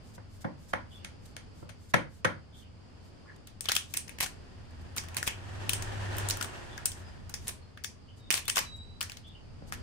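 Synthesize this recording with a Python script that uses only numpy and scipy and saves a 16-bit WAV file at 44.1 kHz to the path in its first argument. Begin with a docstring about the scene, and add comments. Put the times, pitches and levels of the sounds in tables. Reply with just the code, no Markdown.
"""Bark torn off a log in a workshop

Dry bark snaps off a log held in a lathe: noisy breaks strike resonant modes; torn fibres are sparse grains.
A soft knock at the end is made the same two ways. Slapping footfalls are struck modes too; rustling clothes
are swelling grainy noise. All these echo in the room. A vehicle passes outside as a drone and filtered noise;
birds and a thin whistle are gliding tones, and insects, traffic and air are shaped noise.
Two spaced microphones hear it."""
import sys
import numpy as np
from scipy import signal
from scipy.fft import rfft, irfft
from scipy.io import wavfile

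SR = 44100
rng = np.random.default_rng(int(sys.argv[2]) if len(sys.argv) > 2 else 0)


def store_pcm(level_fs):
    """Save levels as 16-bit WAV."""
    pcm = np.round(np.clip(level_fs, -1, 1) * 32767).astype(np.int16)
    wavfile.write(sys.argv[1], SR, np.atleast_2d(pcm).T)


N = 433062


def amp(db):
    """Decibel law: the amplitude gain of a level in dB."""
    return 10 ** (np.asarray(db) / 20)


def rms_one(x):
    """Normalization of power: scale to an rms of 1."""
    return x / np.sqrt(np.mean(x ** 2) + 1e-20)


def in_time(rows):
    """Linear interpolation: the columns of a curve at every sample."""
    times, *columns = np.transpose(rows)
    return [np.interp(np.arange(N) / SR, times, column) for column in columns]


def at_hz(points, hz):
    """Logarithmic frequency scale: read a curve of (frequency, value) evenly by octaves."""
    point_hz, values = np.array(points).T
    return np.interp(np.log(hz), np.log(point_hz), values)


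def drift(rate_hz):
    """Low-pass filtered noise: a slow random wander with spread 1."""
    step = 40  # samples between computed values
    pole = np.exp(-2 * np.pi * rate_hz * step / SR)
    white = rng.standard_normal(N // step + 2002)
    slow = signal.lfilter([1], [1, -2 * pole, pole ** 2], white)[2000:]  # skip the start of the filter
    return np.interp(np.arange(N) / step, np.arange(len(slow)), rms_one(slow))


# Likeness of the two sides, greatest in the bass: (frequency [Hz], correlation [0 to 1])
SIDE_LIKENESS = [(30, .0), (55, 0.81), (90, 0.784), (140, 0.17), (290, 0.042), (15000, 0)]


def coloured(white, spectrum):
    """Spectral shaping and coherence: filtered stereo noise, its bass partly shared by the sides; rms 1."""
    hz = np.maximum(np.arange(N // 2 + 1) * SR / N, 1)
    alike = np.clip(at_hz(SIDE_LIKENESS, hz), 0, 1)
    gain = amp(at_hz(spectrum, hz)) * (hz > spectrum[0][0])
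    mid, side = rfft(white) * gain * np.sqrt([1 + alike, 1 - alike])
    return rms_one(irfft([mid + side, mid - side], N))


def grains(spread_db, share):
    """Sparse random impulses: white noise thinned to a share of uneven grains."""
    size_db = spread_db * np.minimum(rng.exponential(1, (2, N)), 4)
    present = rng.random((2, N)) < share
    return rng.standard_normal((2, N)) * amp(size_db) * present


def swells(events, sharpness):
    """Addition of powers: the gain over time of rubs that swell and fade."""
    power = np.zeros(N)
    for s, length, db in events:
        at, n = round(s * SR), round(length * SR)
        power[at:at + n] += amp(2 * db) * np.hanning(n)[:N - at] ** sharpness
    return np.sqrt(power)


def blows(events, modes, dull_hz, middle_hz, bright_hz,
          scatter_db, lag_ms, rough_db, rise_ms, first_click, ring_db):
    """Modal excitation: dying runs of uneven clicks strike damped modes; gives near and all-round sound."""
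    near, all_round, t = np.zeros((2, N)), np.zeros(N), np.arange(4000) / SR
    hz, width_hz, mode_db = np.transpose(modes)
    decay = np.exp(-np.pi * width_hz / SR)[:, None]  # a wide mode dies quickly
    samples = np.arange(len(t))
    rings = (1 - decay) * decay ** samples * np.sin((2 * np.pi * hz / SR)[:, None] * samples)
    signs = (-1) ** np.arange(len(hz))  # neighbouring modes start in opposite phase
    for s, db, pan_db, ring_hz, bright_db, ms, dull_db in events:
        tilt = at_hz([(dull_hz, dull_db), (middle_hz, 0), (bright_hz, bright_db)], hz)
        # the piece that moves favours the modes near its own pitch
        tilt += ring_db * np.exp(-(np.log2(hz / ring_hz) / 0.33) ** 2)
        scatter = scatter_db * rng.standard_normal((2, len(hz)))
        strengths = amp(mode_db + tilt + scatter) * signs

        clicks = rng.standard_normal(len(t)) * amp(rough_db * rng.exponential(1, len(t)))
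        clicks *= np.exp(-t * 1000 / ms) * np.minimum(t * 1000 / rise_ms, 1)
        # one strong click as the rise ends
        clicks[round(rise_ms * SR / 1000)] += first_click * np.sqrt(np.sum(clicks ** 2))
        sound = signal.fftconvolve(strengths @ rings, clicks[None], axes=1)[:, :len(t)]

        # height of a dying sine with the same energy
        height = 2 * np.sqrt(np.sum(sound ** 2, axis=1, keepdims=True) / (ms * SR / 1000))
        sound *= amp(db + pan_db * np.array([[.5], [-.5]])) / height

        # unscattered colour sent towards the walls, with the mean energy of the two sides
        even = amp(mode_db + tilt) * signs @ rings
        even *= np.sqrt(np.mean(np.sum(sound ** 2, axis=1)) / np.sum(even ** 2))
        at = round(s * SR)
        all_round[at:at + len(t)] += even[:N - at]

        # the microphones stand apart: one side hears it first
        lag = rng.uniform(-.5, .5) * lag_ms / 1000
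        for side, delay in enumerate([lag, -lag]):
            at = round((s + delay) * SR)
            near[side, at:at + len(t)] += sound[side, :N - at]
    return near, all_round


# Far traffic: (time [s], hum level [dB])
TRAFFIC_HUM = [(0.0, -52), (3.33, -54.5), (5.4, -48), (5.7, -44.5), (6.12, -44.5), (6.5, -49), (7.45, -49),
               (7.75, -55), (8.7, -49.5), (9.35, -52.5), (9.82, -45)]
# Spectrum of the traffic: (frequency [Hz], density [dB per Hz])
TRAFFIC_SPECTRUM = [(12, -37.5), (20, 4), (49, -7.5), (81, -2), (95, -0.5), (119, -8), (150, -12),
                    (188, -16), (260, -17), (340, -45.5), (570, -120)]
DEEP_DB, DEEP_SWING = -58.5, 1.7  # deep level when the hum is at its mean; ratio of the swings in dB


def traffic():
    """Band-split noise: a hum around 90 Hz and a deeper rumble that swells with it, but more."""
    hum_db, = in_time(TRAFFIC_HUM)
    both = coloured(rng.standard_normal((2, N)), TRAFFIC_SPECTRUM)
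    deep = signal.sosfiltfilt(signal.butter(2, 55, fs=SR, output="sos"), both)
    deep_db = DEEP_DB + DEEP_SWING * (hum_db - hum_db.mean())
    return amp(hum_db) * rms_one(both - deep) + amp(deep_db) * rms_one(deep)


# Spectrum of the open air: (frequency [Hz], density [dB per Hz])
AIR_SPECTRUM = [(88, -38), (150, -1), (1280, -18.5), (2050, -23), (3040, -23), (3930, -29.5), (4870, -20),
                (5590, -31), (8970, -36.5), (12300, -52), (15300, -58.5), (16500, -61)]
AIR_MEAN_DB, AIR_FOLLOWS = -56.5, .3  # mean level; share of the traffic's swing


def air():
    """Broadband noise: a hiss whose level drifts and partly follows the traffic."""
    hum_db, = in_time(TRAFFIC_HUM)
    level_db = AIR_MEAN_DB + AIR_FOLLOWS * (hum_db - hum_db.mean()) + 1.5 * drift(1.0)
    return amp(level_db) * coloured(rng.standard_normal((2, N)), AIR_SPECTRUM)


INSECT_HZ, INSECT_WIDTH_HZ, INSECT_DB, INSECT_THROB_HZ = 4660, 780, -81.5, 5.3


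def insects():
    """Amplitude-modulated band noise: a far trilling that throbs unevenly."""
    edges = [INSECT_HZ - INSECT_WIDTH_HZ / 2, INSECT_HZ + INSECT_WIDTH_HZ / 2]
    band_pass = signal.butter(2, edges, "band", fs=SR, output="sos")
    band = signal.sosfilt(band_pass, rng.standard_normal((2, N)))
    return amp(INSECT_DB + 5.0 * drift(INSECT_THROB_HZ)) * rms_one(band)


# Single notes, levels before the mix:
# (time [s], length [s], first pitch [Hz], last pitch [Hz], level [dB], wavering [Hz])
BIRD_NOTES = [(3.245, 0.0863, 1627, 1446, -62, 363), (6.7, 0.063, 3507, 3474, -63.5, 110),
              (7.041, 0.0626, 5020, 4960, -63.5, 40), (7.609, .05, 4234, 4200, -70.5, 30.33),
              (8.07, 0.0625, 3100, 3133, -65, 180), (8.193, 0.097, 3810, 3582, -63, 29),
              (8.436, 0.069, 3560, 3540, -55.5, 40)]
# A three-note chirp, up, held, down:
# (offset [s], length [s], first pitch [Hz], last pitch [Hz], relative level [dB], wavering [Hz])
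CHIRP_NOTES = [(0, 0.03924, 3160, 3388, -4, 199), (0.02, 0.0619, 3533, 3480, -2.5, 110.6),
               (0.066, .085, 3080, 2760, -8.5, 230)]
# When the chirp sounds, levels before the mix: (time [s], level [dB])
CHIRP_TIMES = [(.905, -57.5), (2.52, -61.5), (9.232, -58)]


def birds():
    """Frequency modulation: gliding notes with a randomly wavering pitch and a fluttering level."""
    out, waver, flutter = np.zeros((2, N)), drift(120.), drift(70.)
    chirps = [(s + offset, length, first_hz, last_hz, db + note_db, waver_hz)
              for s, db in CHIRP_TIMES
              for offset, length, first_hz, last_hz, note_db, waver_hz in CHIRP_NOTES]
    for s, length, first_hz, last_hz, db, waver_hz in BIRD_NOTES + chirps:
        at, n = round(s * SR), round(length * SR)
        pitch = np.linspace(first_hz, last_hz, n) + waver_hz * waver[at:at + n]
        flutter_db = min(waver_hz / 20, 5) * flutter[at:at + n]  # wavering notes flutter more
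        level = np.sqrt(2) * amp(db + flutter_db) * np.hanning(n) ** .4
        out[:, at:at + n] += level * np.sin(2 * np.pi * np.cumsum(pitch) / SR)
    return out


# One long thin whistle, levels before the mix: (time [s], pitch [Hz], level [dB])
WHISTLE_CURVE = [(8.66, 3935, -60.5), (8.76, 3863, -51.5), (8.86, 3899, -65), (9.0, 3991, -69.5)]
WHISTLE_OCTAVE_DB, WHISTLE_EDGE_S, WHISTLE_WAVER_HZ = -22, .02, 16.43


def whistle():
    """Harmonic tone: a slightly bending fundamental with its weak octave."""
    hz, db = in_time(WHISTLE_CURVE)
    start, end = WHISTLE_CURVE[0][0], WHISTLE_CURVE[-1][0]
    on, = in_time([(start - WHISTLE_EDGE_S, 0), (start, 1), (end - WHISTLE_EDGE_S, 1), (end, 0)])
    phase = 2 * np.pi * np.cumsum(hz + WHISTLE_WAVER_HZ * drift(60.)) / SR
    tone = np.sin(phase) + amp(WHISTLE_OCTAVE_DB) * np.sin(2 * phase)
    return on * np.sqrt(2) * amp(db + 2.24 * drift(25.)) * tone


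# Engine of the passing vehicle: (time [s], pitch [Hz], level [dB])
ENGINE_CURVE = [(4.3, 73.7, -63.5), (5.15, 87.71, -45.5), (5.33, 94.1, -50.5), (5.6, 102.1, -42.5),
                (6.27, 99.15, -36), (6.48, 97, -53.5), (6.85, 90, -52), (7.6, 83, -56.5)]
# Spectrum of the tyres: (frequency [Hz], density [dB per Hz])
TYRE_SPECTRUM = [(88, -22), (150, -11), (373, 1.5), (434, -5), (588, -3), (982, -2), (1160, -6.5),
                 (1870, -2.5), (2020, -10.5), (3010, -10), (3930, -16), (8710, -22.5), (14000, -40.5)]
CLOSEST_S, ROAR_DB, ABREAST_S = 6.192, -40, 0.0528  # time and level of the peak; its rounding
NEARING_DB_PER_S, LEAVING_DB_PER_S = 13.5, 18


def vehicle():
    """Tone and noise of a moving source: an engine drone, alike on both sides, and a passing tyre roar."""
    hz, engine_db = in_time(ENGINE_CURVE)
    start, end = ENGINE_CURVE[0][0], ENGINE_CURVE[-1][0]
    near, = in_time([(start - .3, 0), (start, 1), (end, 1), (end + 0.33, 0)])
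    phase = 2 * np.pi * np.cumsum(hz + 1.152 * drift(3.81)) / SR
    drone = np.sqrt(2) * amp(engine_db) * np.sin(phase)

    since = np.arange(N) / SR - CLOSEST_S
    slope = np.where(since < 0, NEARING_DB_PER_S, LEAVING_DB_PER_S)
    roar_db = ROAR_DB - slope * (np.hypot(since, ABREAST_S) - ABREAST_S)
    roar_db += 0.89 * drift(7.85) + 1.03 * drift(34.0)
    return near * (drone + amp(roar_db) * coloured(rng.standard_normal((2, N)), TYRE_SPECTRUM))


# Soles scuffing, sleeves and clothes swishing: (time [s], length [s], level [dB])
CLOTH_SWISHES = [(.13, 0.0464, -56.5), (.4, 0.0415, -54.5), (.67, 0.0636, -56.5), (1.25, 0.023, -55),
                 (1.88, 0.0487, -58), (2.52, 0.141, -62), (3.0, 0.13, -70), (3.36, 0.0086, -58),
                 (3.86, 0.12, -57), (4.7, 0.02, -66), (4.8, 0.036, -66.5), (6.93, .12, -61.5),
                 (7.36, 0.24, -57.5), (8.15, 0.072, -66), (8.75, 0.0393, -63), (9.26, 0.044, -66),
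                 (9.66, 0.0563, -59.5)]
# Spectrum of cloth: (frequency [Hz], density [dB per Hz])
CLOTH_SPECTRUM = [(880, -56), (1500, -17.5), (2600, -27), (3590, -16.5), (4220, -18.5), (7700, -15.5),
                  (15200, -28), (16500, -44.5)]
BRUSH_LEAD_S, BRUSH_S, BRUSH_DB = 0.1761, 0.1672, -66  # trouser legs brush ahead of each footfall
STRIDE_GAP_S, WALK_ENDS_S = .2, 3  # footfalls closer than the gap belong to one stride


def clothes():
    """Friction noise: grains of rubbing cloth swell with every stride and with the arms."""
    falls = [s for (s, *_), (later, *_) in zip(FOOTFALLS, FOOTFALLS[1:])
             if later - s > STRIDE_GAP_S and s < WALK_ENDS_S]
    strides = [(s - BRUSH_LEAD_S, BRUSH_S, BRUSH_DB) for s in falls]
    rubbing = coloured(grains(spread_db=2.0, share=.4), CLOTH_SPECTRUM)
    return swells(CLOTH_SWISHES + strides, sharpness=1.7) * rubbing


# Footfalls: (time [s], strength [dB], left-right difference [dB], ring of the sole [Hz],
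# bright part [dB], slap decay [ms], dull part [dB])
FOOTFALLS = [(0.178, -37, 1, 910, -30, 4.34, -7.5), (0.443, -21, -1, 910, -30.5, 8.96, 0.5),
             (0.731, -18, -1, 890, -24, 6.73, -16), (1.044, -31.5, 0.5, 1900, 1.5, 4.9, -23.5),
             (1.364, -33.5, 3.5, 2910, -0.5, 5.4, -14.5), (1.624, -34, -4.5, 528, -56.5, 4.3, 0),
             (1.691, -41.5, 12.5, 1110, -1, 5.5, -15), (1.938, -7, 5, 2120, -16, 3.2, -8.5),
             (2.246, -11, 1.5, 1450, -18.5, 5.34, -11.5), (9.617, -39.5, 2, 479, -28, 15.2, 11.5)]
# Modes of the floor: (frequency [Hz], width [Hz], level [dB])
FLOOR_MODES = [(100.7, 27, 2), (162.6, 67, 5.5), (325, 54.6, -0.5), (525, 84.3, 0.5), (932, 601, -3.5),
               (1198.4, 659, -3.5), (1526, 383, -3.5), (2139, 370, -7), (3211, 185, -10), (3593, 165, -9.5),
               (4290, 2950, -14), (6510, 790, -13), (9010, 1130, -15), (11320, 16400, -25)]


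def steps():
    """Impact on a damped resonator: slapping soles strike the modes of the floor."""
    return blows(FOOTFALLS, FLOOR_MODES, dull_hz=275, middle_hz=1296, bright_hz=5580,
                 scatter_db=0.5, lag_ms=3.0, rough_db=5.0, rise_ms=3.1, first_click=0.053, ring_db=2.0)


# Fibres tearing as a strip peels, and a soft knock at the end:
# (time [s], length [s], level before panning [dB])
TEARS_AND_KNOCK = [(3.635, 0.0327, -45.5), (3.94, 0.011, -38), (4.2, 0.0532, -27.5), (4.96, 0.035, -40),
                   (5.165, 0.0277, -36), (5.262, 0.0246, -30.5), (6.4, 0.0288, -43), (7.468, 0.0349, -36),
                   (8.305, .1, -34.5), (8.478, 0.0148, -30.5), (8.553, 0.047, -26.5), (9.005, 0.029, -35.5),
                   (9.716, 0.0384, -45)]
# Spectrum of tearing and knock: (frequency [Hz], density [dB per Hz])
TEAR_SPECTRUM = [(240, -33), (400, -7.5), (1120, -4), (1390, -6), (2670, -3), (3370, -4.5), (8720, -6.5),
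                 (12700, -10), (15000, -13), (16500, -31.5)]


def tears_and_knock():
    """Crackling noise: sparse grains with a quickly wandering level, for torn fibres and a last soft knock."""
    crackle = grains(spread_db=3, share=.15) * amp(4 * drift(150))
    pan = amp([[1.0], [-1.0]])
    return swells(TEARS_AND_KNOCK, sharpness=0.984) * coloured(crackle, TEAR_SPECTRUM) * pan


# Bark snaps, and a soft knock at the end:
# (time [s], strength [dB], left-right difference [dB], ring of the struck piece [Hz], bright part [dB])
SNAPS_AND_KNOCK = [(3.472, -35.5, 6, 3680, -14.5), (3.6086, -25, 12.5, 7910, -5),
                   (3.6563, -24.5, 0, 3450, -20.5), (3.6877, -11.5, 2, 3910, -18.5),
                   (3.695, -20, 6.5, 1434, -23.5), (3.7185, -12.5, 5, 3870, -10.5),
                   (3.7531, -16, -2, 3190, -10), (3.764, -11.5, 8.5, 3290, -8.5),
                   (3.9392, -19.5, 4.5, 2520, -9.5), (3.9705, -14.5, -6.5, 9140, -8),
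                   (4.079, -35, 6.5, 2330, -10.5), (4.0949, -32.5, 11, 2410, -14),
                   (4.1858, -29, 0.5, 2380, -13.5), (4.2053, -14.5, -5.5, 2670, -9.5),
                   (4.2622, -27.5, 11, 1590, -8), (4.9652, -23, 1, 1180, -15.5),
                   (4.9763, -25.5, -12.5, 8800, -12), (4.9811, -18.5, -1.5, 5580, -17.5),
                   (5.0378, -38, 6.5, 1410, -12), (5.0868, -35.5, 3.5, 1950, -14),
                   (5.1452, -32.5, 5.5, 2827, -9), (5.1674, -17, -7.5, 2500, -9),
                   (5.228, -18.5, 5.5, 1570, -4.5), (5.269, -27.5, -1, 1760, 0.5),
                   (5.2772, -14.5, 3.5, 2750, -19), (5.693, -15, 14.5, 3290, -6.5),
                   (5.7333, -13.5, 4, 8770, -13), (5.8247, -25, 5.0, 7200, -13),
                   (6.168, -27.5, 2, 1620, -1), (6.1833, -19, 1, 982, 1.5), (6.2876, -18.5, 4, 9555, -2),
                   (6.2991, -17, -3, 4056, -11), (6.3077, -15, 3.5, 6010, -12), (6.3709, -27.5, 2, 1700, 0),
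                   (6.4116, -20.5, 7.0, 1490, -19), (6.4274, -21.5, 7, 7570, -6.5),
                   (6.4444, -28, 7, 915, -7.5), (6.7787, -28.5, 6, 1550, -22),
                   (6.8561, -11.5, 7.5, 8306, -4.5), (6.8615, -21, -2, 8400, -6.5),
                   (6.9176, -30.5, 5.5, 6100, -10.5), (7.2952, -32, 6, 918, -8),
                   (7.3416, -21.5, 3, 5930, -11.5), (7.4805, -19, -1, 9540, -0.5),
                   (7.7743, -35, 1.5, 1890, -28.5), (7.8392, -27, 7, 4900, -1.5),
                   (7.8455, -22, 9.5, 5770, -12), (8.3051, -13.5, -13.0, 2590, -11),
                   (8.3107, -13, -1.5, 2950, -13), (8.3257, -15, -0.5, 8730, -1.5),
                   (8.3411, -13, 3.5, 4030, -11.5), (8.353, -21.5, 5, 8690, -13.5),
                   (8.3755, -18.5, 1.0, 2470, -10), (8.454, -33.5, -1, 3390, -5.5),
                   (8.4805, -17, 7, 2570, -11), (8.4972, -13.5, 5.5, 8860, -12),
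                   (8.5594, -18, 6.0, 7400, -8), (8.5699, -14.5, -5.5, 1018, -18.5),
                   (8.5812, -15.5, 8.5, 5060, -28), (8.5919, -24, 8.5, 4870, -11),
                   (9.0077, -25, 10, 1680, -16.5), (9.0122, -19.5, 5, 4640, -15.5),
                   (9.0275, -22, 1, 1440, -5), (9.0966, -30, 5.5, 2746, -13.5),
                   (9.1186, -30.5, -1, 3630, -15), (9.1708, -34.5, 5.5, 4200, -16),
                   (9.7232, -23, 3.5, 1600, -17.5)]
# Modes of the bark: (frequency [Hz], width [Hz], level [dB])
BARK_MODES = [(450, 900, -3), (802, 43, 6.5), (1128, 253, 4.5), (1577, 439, 3.5), (2532, 812, -4.5),
              (3087, 598, -1), (3653, 966, -4), (4364, 786, -1), (5478, 1674, 0.5), (7962, 1286, 2),
              (8708, 823, 6), (11290, 3740, 1.5), (12460, 2760, 0), (16540, 5800, 3.5)]
CLICKS_MS = 2.013  # decay time of the run of clicks
DULL_DB, DULL_DB_PER_OCTAVE, PIECE_HZ = -19, -6, 2640  # pieces that ring lower sound duller


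def snaps_and_knock():
    """Modal excitation by fracture or impact: splintering breaks and a last soft knock excite the bark."""
    strikes = []
    for s, db, pan_db, ring_hz, bright_db in SNAPS_AND_KNOCK:
        dull_db = DULL_DB + DULL_DB_PER_OCTAVE * np.log2(ring_hz / PIECE_HZ)
        strikes.append((s, db, pan_db, ring_hz, bright_db, CLICKS_MS, dull_db))
    return blows(strikes, BARK_MODES, dull_hz=872, middle_hz=2633, bright_hz=10160,
                 scatter_db=3.5, lag_ms=3.3, rough_db=3.0, rise_ms=0.43, first_click=0.923, ring_db=7.0)


# Reverberation of the workshop: (frequency [Hz], time to fall by 60 dB [s])
WORKSHOP_DECAY = [(150, 0.39), (500, 0.2855), (1500, 0.2645), (4000, 0.2354), (9000, 0.2233),
                  (15000, 0.1054)]


def workshop(x, gap_ms):
    """Diffuse reverberation: convolution with noise dying by band, unlike on each side, faded in."""
    t, edges, echo = np.arange(SR // 2) / SR, 100 * 2 ** np.arange(0, 7.6, .5), 0
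    for low, high in zip(edges, edges[1:]):
        band_pass = signal.butter(2, [low, high], "band", fs=SR, output="sos")
        band = signal.sosfilt(band_pass, rng.standard_normal((2, len(t))))
        echo = echo + band * amp(-60 * t / at_hz(WORKSHOP_DECAY, np.sqrt(low * high)))
    echo *= np.clip(t * 1000 / gap_ms, 0, 1)
    echo /= np.sqrt(np.sum(echo ** 2) / 2)
    return signal.fftconvolve(x, echo, axes=1)[:, :N]


def scene():
    """Superposition: the near sounds, their reverberation and the surroundings."""
    surroundings = traffic() + air() + insects() + vehicle()
    calls, cloth = birds() + whistle(), clothes()
    steps_near, steps_round = steps()
    crackling = tears_and_knock()
    strikes_near, strikes_round = snaps_and_knock()

    to_room = amp(-6.0) * strikes_round + amp(-9.0) * crackling + amp(-5.0) * steps_round
    to_room = to_room + amp(1.0) * calls + amp(-15.0) * cloth
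    near = strikes_near + crackling + steps_near + cloth + amp(-3.5) * calls
    return near + workshop(to_room, gap_ms=1.98) + surroundings


CUTOFF_HZ = 16350  # from here up everything is at least 45 dB down


def record(dry):
    """Low-pass filtering: the top is cut steeply."""
    return signal.sosfilt(signal.cheby2(10, 45, CUTOFF_HZ, fs=SR, output="sos"), dry)


dry = scene()
out = record(dry)
store_pcm(out)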